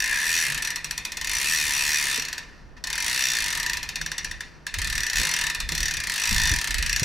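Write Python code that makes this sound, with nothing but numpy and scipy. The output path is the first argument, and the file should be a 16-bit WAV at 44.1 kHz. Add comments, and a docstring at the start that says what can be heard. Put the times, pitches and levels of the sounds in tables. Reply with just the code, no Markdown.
"""A fast ratchet buzz from a bicycle's rear hub, slowing to single clicks between pushes of the crank.
The bicycle hangs in a stand in a garage and is cranked backwards by hand. Three pawls drop into each
tooth and ring hub, cassette and spokes. The chain rustles faintly and the frame hums.
The hand-held microphone adds a few low thumps over the rumble of the room."""
import sys
import numpy as np
from scipy import signal
from scipy.fft import rfft, irfft
from scipy.io import wavfile

SR = 44100
rng = np.random.default_rng(int(sys.argv[2]) if len(sys.argv) > 2 else 0)


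def pcm_store(signal):
    """Save signal as 16-bit PCM."""
    levels = np.round(np.clip(np.atleast_2d(signal), -1, 1) * 32767)
    wavfile.write(sys.argv[1], SR, levels.astype(np.int16).T)


N = 310464
TIME = np.arange(N) / SR

# Room rumble spectrum (frequency [Hz], relative density [dB])
ROOM_SPECTRUM = [(20, 2), (48, -5), (80, -8), (130, -16.5), (210, -11.5), (300, -16), (600, -21),
                 (1500, -24), (4000, -42.5), (16000, -64)]
# Grip rumble spectrum (frequency [Hz], relative density [dB])
GRIP_SPECTRUM = [(20, 6), (45, 10), (85, -3), (140, -8), (300, -24), (800, -67)]
# Grip shifts on the microphone (start [s], length [s], level [dB])
GRIP_MOVES = [(0.155, .05, -53), (1.3, 0.25, -52), (3.423, 0.45, -49), (4.313, 0.065, -48),
              (4.74, 0.29, -35), (5.153, 0.081, -33), (5.576, 0.46, -37.5), (6.292, 0.29, -26.5),
              (6.678, 0.35, -33.5)]
# Handling thumps (time [s], level [dB], pitch [Hz], t60 [s], scuff level [dB])
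HAND_THUMPS = [(0.508, -31.5, 150, 0.15, -51), (2.18, -36.5, 463, 0.083, -40),
               (4.778, -19.5, 83.32, 0.085, -39), (5.193, -20, 54.5, .08, -28),
               (5.717, -32, 157, 0.24, -34.5), (5.806, -17, 45, 0.12, -57), (6.316, -20.5, 197, 0.078, -43),
               (6.36, -26, 55, 0.1, -58), (6.509, -7, 68, 0.086, -27.5), (6.789, -11.5, 60.7, 0.081, -45),
               (7.019, -7, 117, 0.033, -27.5)]
# Frame and stand modes (frequency [Hz], width [Hz], relative gain [dB])
FRAME_MODES = [(153, 11.8, 4.5), (200, 17, -24), (330, 31, -11.5), (503, 29, -8)]
# Jolts to the frame (time [s], hum level [dB])
FRAME_JOLTS = [(0.46, -48), (1.38, -49), (3.42, -54), (3.97, -50), (5.18, -40), (5.69, -45), (6.28, -49)]
# Chain rustle spectrum (frequency [Hz], relative density [dB])
CHAIN_SPECTRUM = [(400, -6), (900, -14), (1250, -4), (1900, -2), (3200, -13), (4800, -5.5), (7000, -20),
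                  (12000, -33), (16000, -47)]
# Hub, cassette and spoke modes (frequency [Hz], width [Hz], gain [dB])
METAL_MODES = [(970, 70, 10), (1617, 22, -1), (1746, 57, 0), (1805, 100, 6), (1925, 15, 3), (2101, 20, 3),
               (2423, 20, 4), (2475, 55, 5), (2598, 26, 5), (2680, 90, 4), (2851, 29, 1), (3040, 28, 5),
               (3544, 36, 4), (4285, 43, 0), (5625, 53, -2), (5797, 70, 10), (6670, 120, -1),
               (7843, 90, -4), (8840, 130, -4), (12000, 592, 3)]
# Hub speed, one curve per crank push (time [s], speed [teeth/s])
PUSH_SPEEDS = [
    [(0.002, 50.9), (0.084, 57.5), (0.265, 80.9), (0.412, 83.7), (0.481, 58.2), (0.568, 29.3),
     (0.608, 16.6), (0.644, 46.4), (0.711, 24.9)],
    [(1.212, 26.6), (1.336, 57.0), (1.526, 81.7), (1.558, 77.5), (1.832, 67.2), (1.858, 75.3),
     (1.975, 74.4), (2.154, 64.0), (2.213, 37.3), (2.295, 25.8)],
    [(2.839, 29.8), (3.004, 44.0), (3.097, 62.5), (3.248, 65.2), (3.444, 52.1), (3.514, 42.0),
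     (3.583, 42.9), (3.609, 32.0), (3.78, 25.1)],
    [(4.785, 28.5), (4.818, 35.5), (5.004, 39.3), (5.034, 30.3), (5.139, 30.3)],
    [(5.156, 76.5), (5.173, 80.9), (5.189, 62.5), (5.349, 37.0), (5.391, 43.4), (5.511, 26.7)],
    [(5.689, 32.7), (5.756, 32.9), (5.772, 38.7), (5.852, 39.0), (6.009, 29.3)],
    [(6.037, 25.9), (6.125, 49.4), (6.328, 56.6), (6.429, 54.9), (6.61, 35.6), (6.8, 22.5), (6.872, 30.6),
     (7.039, 28.3)],
]
# Click strength during pushes (time [s], relative level [dB])
PUSH_FORCE_DB = [(0, -27), (0.12, -29), (0.22, -30), (0.35, -27), (0.6, -26.5), (1.22, -28), (1.32, -26),
                 (1.55, -26.5), (1.95, -26), (2.1, -24), (2.26, -29.5), (2.87, -27), (3.08, -23.5),
                 (3.55, -24.5), (5.1, -25), (5.2, -22), (6.0, -25), (6.4, -22.5), (7.03, -23)]
# Single teeth as the hub creeps between pushes (time [s], relative click level [dB], ping peak [dB])
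CREEP_CLICKS = [(0.758, -26, -29), (0.844, -26.5, -33), (0.909, -27.0, -23.5), (0.977, -27, -40),
                (1.05, -27, -31), (1.119, -28.5, -32), (1.17, -26.5, -39), (2.328, -28, -23),
                (2.379, -29, -31), (3.829, -27, -30), (3.889, -27, -42), (3.956, -25.0, -23),
                (4.013, -27, -17.0), (4.061, -26.5, -20), (4.116, -25.0, -18), (4.18, -24.5, -25),
                (4.245, -26.5, -25), (4.312, -31.0, -21.5), (4.406, -31.0, -23.5), (4.666, -27, -23),
                (4.74, -25, -20), (5.547, -24.0, -29), (5.602, -22.5, -23)]
# Click spectrum (frequency [Hz], relative density [dB])
CLICK_SPECTRUM = [(130, -12), (300, -22.5), (780, -20), (950, -16.5), (1250, -10), (1650, -6.5), (2100, 3),
                  (2800, -11.5), (3250, -3.5), (4700, 0.5), (7000, -5.5), (10000, -9), (12500, -17.5),
                  (16000, -15)]
# Click width (frequency [Hz], side over mid [dB])
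CLICK_SIDE_DB = [(200, -35), (1000, -13), (2000, -10.5), (5000, -17.5), (8000, -12.5), (12500, -3)]
# Click balance (frequency [Hz], left over right [dB])
CLICK_PAN_DB = [(500, -2.5), (1000, -0.5), (2000, 0.6), (4000, -0.5), (8000, 3.5), (12500, 1)]
# Decay of the wheel's dense ring (frequency [Hz], t60 [s])
WHEEL_T60_S = [(200, 0.027), (1000, 0.2), (1800, 0.021), (4000, 0.049), (6000, 0.046), (9000, 0.048),
               (14000, 0.046)]
# Garage tail at onset (frequency [Hz], level over wheel ring [dB])
GARAGE_DB = [(200, -32), (1000, -21.5), (2000, -2.5), (4000, -6.5), (7000, -15), (13000, -11.5)]
# Garage tail decay (frequency [Hz], t60 [s])
GARAGE_T60_S = [(200, 0.21), (2000, 0.34), (5000, 0.22), (9000, 0.29), (14000, 0.093)]
# Cassette ring near 1.7 kHz (time [s], gain [dB])
CASSETTE_DB = [(0, 5.5), (0.13, 15.5), (0.26, 5.5), (0.7, 4.5), (1.1, -9), (1.7, -6), (2.15, -2.5),
               (2.85, 2.5), (3.05, -9), (3.65, -0.5), (4.2, 1), (5.35, 1.5), (6.55, -2.5), (6.95, 4.5)]
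# Click treble (low [Hz], high [Hz], far gain [dB], extra when close [dB], speed slope [dB per tooth/s])
TREBLE_BANDS = [(2200, 2800, -1.43, 3.0, 0.0428), (5827, 5950, 1.5, 1.0, 0.0123),
                (7400, 15000, -4.5, 3.5, 0.0682), (14000, 18300, -9.5, 1.5, 0.0181)]


def from_db(db):
    """Decibels to gain."""
    return np.exp(np.asarray(db) * (np.log(10) / 20))


def rms_one(x):
    """Scale to rms 1."""
    return x / np.sqrt(np.mean(x ** 2) + 1e-20)


def in_time(curve):
    """Curve value at every sample."""
    return np.interp(TIME, *np.transpose(curve))


def at_hz(table, hz):
    """Table value on a log-frequency axis."""
    table_hz, values = np.transpose(table)
    return np.interp(np.log(hz), np.log(table_hz), values)


def band(x, low_hz, high_hz, order=2):
    """Butterworth band-pass."""
    return signal.sosfilt(signal.butter(order, [low_hz, high_hz], "band", fs=SR, output="sos"), x)


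def resonance(x, hz, width_hz):
    """Two-pole resonator, peak gain 1."""
    r = np.exp(-np.pi * width_hz / SR)
    feedback = [1, -2 * r * np.cos(2 * np.pi * hz / SR), r * r]
    return signal.lfilter(np.array([1, 0, -1]) * (1 - r * r) / 2, feedback, x + 1e-18)


def stereo(mid, side):
    """Mid/side to left/right."""
    return np.array([mid + side, mid - side])


def noise(spectrum, side_db=-6):
    """Steady coloured stereo noise, rms 1, rolled off below 20 Hz."""
    hz = np.maximum(np.fft.rfftfreq(N, 1 / SR), 1)
    colour = from_db(at_hz(spectrum, hz)) / np.sqrt(1 + (20 / hz) ** 4)
    mid, side = irfft(rfft(rng.standard_normal((2, N))) * colour, N)
    return rms_one(stereo(mid, from_db(side_db) * side))


def wander(knots_per_s):
    """Gaussian random values joined by straight lines."""
    knots_s = np.arange(0, TIME[-1], 1 / knots_per_s)
    return np.interp(TIME, knots_s, rng.standard_normal(N)[:len(knots_s)])


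def envelope(t, peak_db, t60_s, rise_s):
    """Linear rise from t = 0, then exponential decay."""
    return np.clip(t / rise_s, 0, 1) * from_db(peak_db - 60 * np.maximum(t - rise_s, 0) / t60_s)


def tooth_events(ping_offset_db=0.5):
    """All passing teeth in order: time [s], relative click level [dB], ping peak [dB]."""
    tooth_s = []
    for push in PUSH_SPEEDS:
        during = (TIME >= push[0][0]) & (TIME <= push[-1][0])
        passed = np.cumsum(in_time(push)[during]) / SR
        tooth_s.extend(np.interp(np.arange(passed[-1]), passed, TIME[during]))
    click_db = np.interp(tooth_s, *np.transpose(PUSH_FORCE_DB))
    pushed = np.column_stack([tooth_s, click_db, click_db + ping_offset_db])
    rows = np.vstack([pushed, CREEP_CLICKS])
    return rows[np.argsort(rows[:, 0])].T


def teeth_passed(tooth_s):
    """Running tooth count at every sample."""
    return np.interp(TIME, tooth_s, np.arange(len(tooth_s)))


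def room_rumble(level_db=-50):
    """Steady low noise of the garage."""
    return from_db(level_db) * noise(ROOM_SPECTRUM)


def grip_rumble(rest_db=-50, waver_db=4.5, edge_s=0.065):
    """The hand is never quite still and rumbles more when it shifts."""
    level = from_db(rest_db + waver_db * wander(knots_per_s=9))
    for start_s, length_s, db in GRIP_MOVES:
        inside_s = np.minimum(TIME - start_s, start_s + length_s - TIME)
        level += from_db(db) * np.clip(.5 + inside_s / edge_s, 0, 1)
    return level * noise(GRIP_SPECTRUM)


def handling(scuff_t60_s=0.12, pan_db=0.7):
    """Soft knocks on the microphone, each a damped low tone with a scuff, over the grip rumble."""
    knocks, scuffs = np.zeros((2, N + SR))
    t = TIME[:SR]
    for start_s, db, hz, t60_s, scuff_db in HAND_THUMPS:
        span = slice(round(start_s * SR), round(start_s * SR) + SR)
        rise = 1 - np.exp(-2 * hz * t)   # soft contact builds over part of a cycle
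        knocks[span] += rise * from_db(db - 60 * t / t60_s) * np.sin(2 * np.pi * hz * t)
        scuffs[span] += rise * from_db(scuff_db - 60 * t / scuff_t60_s)
    white = stereo(*rng.standard_normal((2, N)) * [[1], [.5]])
    rub = rms_one(band(white, 116, 386))
    return (knocks[:N] + scuffs[:N] * rub + grip_rumble()) * from_db([[-pan_db], [pan_db]])


def frame_hum(rest_db=-57.5, side_db=-5):
    """The wheel shakes frame and stand, which hum in low modes, louder after each jolt."""
    shake = stereo(*rng.standard_normal((2, N)) * from_db([[0], [side_db]]))
    hum = sum(from_db(db) * resonance(shake, hz, width_hz) for hz, width_hz, db in FRAME_MODES)
    jolts = sum(envelope(TIME - start_s, db, t60_s=0.9, rise_s=0.04) for start_s, db in FRAME_JOLTS)
    return (from_db(rest_db) + jolts) * rms_one(band(hum, 137, 430))


def chain(tooth_s, level_db=-43, t60_s=1.13, links_per_s=70, flutter_db=1.0, take_up_s=2.765):
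    """Links rustle over the sprockets and ring the metal, louder with hub speed; slack is taken up once."""
    flutter = from_db(flutter_db * wander(2 * links_per_s))
    rustle = noise(CHAIN_SPECTRUM, side_db=-11.5) * flutter
    rings = sum(from_db(db) * resonance(rustle, hz, width_hz) for hz, width_hz, db in METAL_MODES)
    steps = np.bincount((tooth_s * SR).astype(int), minlength=N)[:N]
    energy = signal.lfilter([1], [1, -from_db(-60 / (t60_s * SR)) ** 2], steps)
    running = from_db(level_db) * rms_one(np.sqrt(energy))
    take_up = envelope(TIME - take_up_s, peak_db=-48.5, t60_s=0.22, rise_s=0.0041)
    return (running + take_up) * rms_one(rustle + rings)


def cassette_pings(tooth_s, ping_db, pitch_hz=1800, detune=0.03, delay_s=0.00097, jitter_s=0.0002):
    """One damped cassette ping per tooth, each slightly off pitch."""
    out, t = np.zeros(N + SR), TIME[:SR // 20]
    for start_s, db, (off, late) in zip(tooth_s, ping_db, rng.standard_normal((len(tooth_s), 2))):
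        at = max(round((start_s + delay_s + jitter_s * late) * SR), 0)
        tone = np.sin(2 * np.pi * pitch_hz * (1 + detune * off) * t)
        out[at:at + len(t)] += envelope(t, db, t60_s=0.015, rise_s=0.0016) * tone
    return out[:N]


def click_response(crack_db=9.0, crack_t60_s=0.0051, garage_side_db=-11.0):
    """Unit-energy response to one pawl at one wheel position: crack, dense wheel ring, garage tail."""
    t = TIME[:round(.4 * SR)]
    edges_hz = np.geomspace(110, 17000, 23)
    white = rng.standard_normal((2, 3, len(t)))
    crack = from_db(crack_db - 60 * t / crack_t60_s)
    out = 0
    for k, (low_hz, high_hz) in enumerate(zip(edges_hz, edges_hz[1:])):
        hz = np.sqrt(low_hz * high_hz)
        mid, side, garage_side = white[k % 2]   # adjacent bands are uncorrelated
        near = np.hypot(crack, from_db(-60 * t / at_hz(WHEEL_T60_S, hz)))
        tail = from_db(at_hz(GARAGE_DB, hz) - 60 * t / at_hz(GARAGE_T60_S, hz))
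        spread = side * near * from_db(at_hz(CLICK_SIDE_DB, hz))
        spread += garage_side * tail * from_db(garage_side_db)
        part = rms_one(band(stereo(mid * np.hypot(near, tail), spread), low_hz, high_hz))
        channel_db = at_hz(CLICK_SPECTRUM, hz) + at_hz(CLICK_PAN_DB, hz) * np.array([[.5], [-.5]])
        out += part * np.sqrt(high_hz - low_hz) * from_db(channel_db)
    return out / np.sqrt(np.mean(np.sum(out ** 2, axis=1)))


def pawl_drops(tooth_s, click_db, delays_s=(0, 0.0011156, 0.0022), jitter_s=0.00022, uneven_db=1.0):
    """Three pawls drop into each tooth in quick succession: one impulse train per pawl."""
    crawl = np.clip(np.gradient(tooth_s) / 0.064, 0, 1) ** 2   # 1 from 64 ms per tooth up
    pawls_db = (-5.0, 0, -3.0 - 1.5 * crawl)   # the second dominates, more so at a crawl
    drops = np.zeros((3, N))
    for pawl, (delay_s, pawl_db) in enumerate(zip(delays_s, pawls_db)):
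        late, strong = rng.standard_normal((len(tooth_s), 2)).T
        at = np.clip((tooth_s + delay_s + jitter_s * late) * SR, 0, N - 1).astype(int)
        drops[pawl, at] = from_db(click_db + pawl_db + uneven_db * strong)
    return drops


def cassette_swell(x, tooth_s, depth_db=2, period_teeth=13.65, peak_tooth=13.5):
    """The cassette's ring swells and fades as the hub turns."""
    phase = 2 * np.pi * (teeth_passed(tooth_s) - peak_tooth) / period_teeth
    ring_db = in_time(CASSETTE_DB) + depth_db * np.cos(phase)
    return x + (from_db(ring_db) - 1) * band(x, 1550, 1800, order=1)


def brightness(x, tooth_s, draw_back_s=2.01, move_lasts_s=0.16):
    """Clicks brighten with speed and dull as the microphone draws back from the hub."""
    teeth_per_s = np.interp(TIME, tooth_s, 1 / np.gradient(tooth_s))
    close = np.clip(.5 + (draw_back_s - TIME) / move_lasts_s, 0, 1)
    for low_hz, high_hz, far_db, close_db, slope in TREBLE_BANDS:
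        gain = from_db(far_db + close_db * close + slope * teeth_per_s)
        x = x + (gain - 1) * band(x, low_hz, high_hz, order=1)
    return x


def freehub(tooth_s, click_db, gain_db=22.0, snap_db=-5.5, swell_db=5.0,
            teeth_per_turn=24, pawl_offset_turns=0.11, positions=6):
    """Pawl drops ring the wheel and its sharp modes; the response changes round each turn."""
    drops = pawl_drops(tooth_s, click_db)
    turns = teeth_passed(tooth_s) / teeth_per_turn + np.arange(3)[:, None] * pawl_offset_turns
    pawl, at = np.nonzero(drops)
    clicks, rings = np.zeros((2, 2, N))
    for k in range(positions):   # equal-power crossfade between wheel positions
        away = np.abs((turns[pawl, at] * positions - k + 1) % positions - 1)
        struck = np.bincount(at, drops[pawl, at] * np.sqrt(np.clip(1 - away, 0, 1)), N)
        clicks += signal.oaconvolve(struck[None], click_response(), axes=1)[:, :N]
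    for hz, width_hz, db in METAL_MODES:   # each mode swells and fades as its nodes pass the pawls
        phase, lobes = rng.uniform(0, 2 * np.pi), rng.uniform(0.5385, 2)
        mode_db = db + swell_db * np.sin(2 * np.pi * lobes * turns[0] + phase)
        rings += resonance(clicks * from_db(mode_db), hz, width_hz)
    # The hardest pawl also arrives directly, as a dry snap.
    snap = from_db(snap_db) * band(drops[1] + 1e-9 * rng.standard_normal(N), 2200, 12000)
    return from_db(gain_db) * (clicks + rings + snap)


def scene():
    """Hub, cassette, chain, frame, handling and room."""
    tooth_s, click_db, ping_db = tooth_events()
    hub = cassette_swell(freehub(tooth_s, click_db), tooth_s)
    ratchet = brightness(hub, tooth_s) + cassette_pings(tooth_s, ping_db)
    return ratchet + chain(tooth_s) + frame_hum() + handling() + room_rumble()


def record(dry):
    """Steep low-pass at 15.75 kHz."""
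    return signal.sosfilt(signal.ellip(10, .1, 80, 15750, fs=SR, output="sos"), dry)


dry = scene()
out = record(dry)
pcm_store(out)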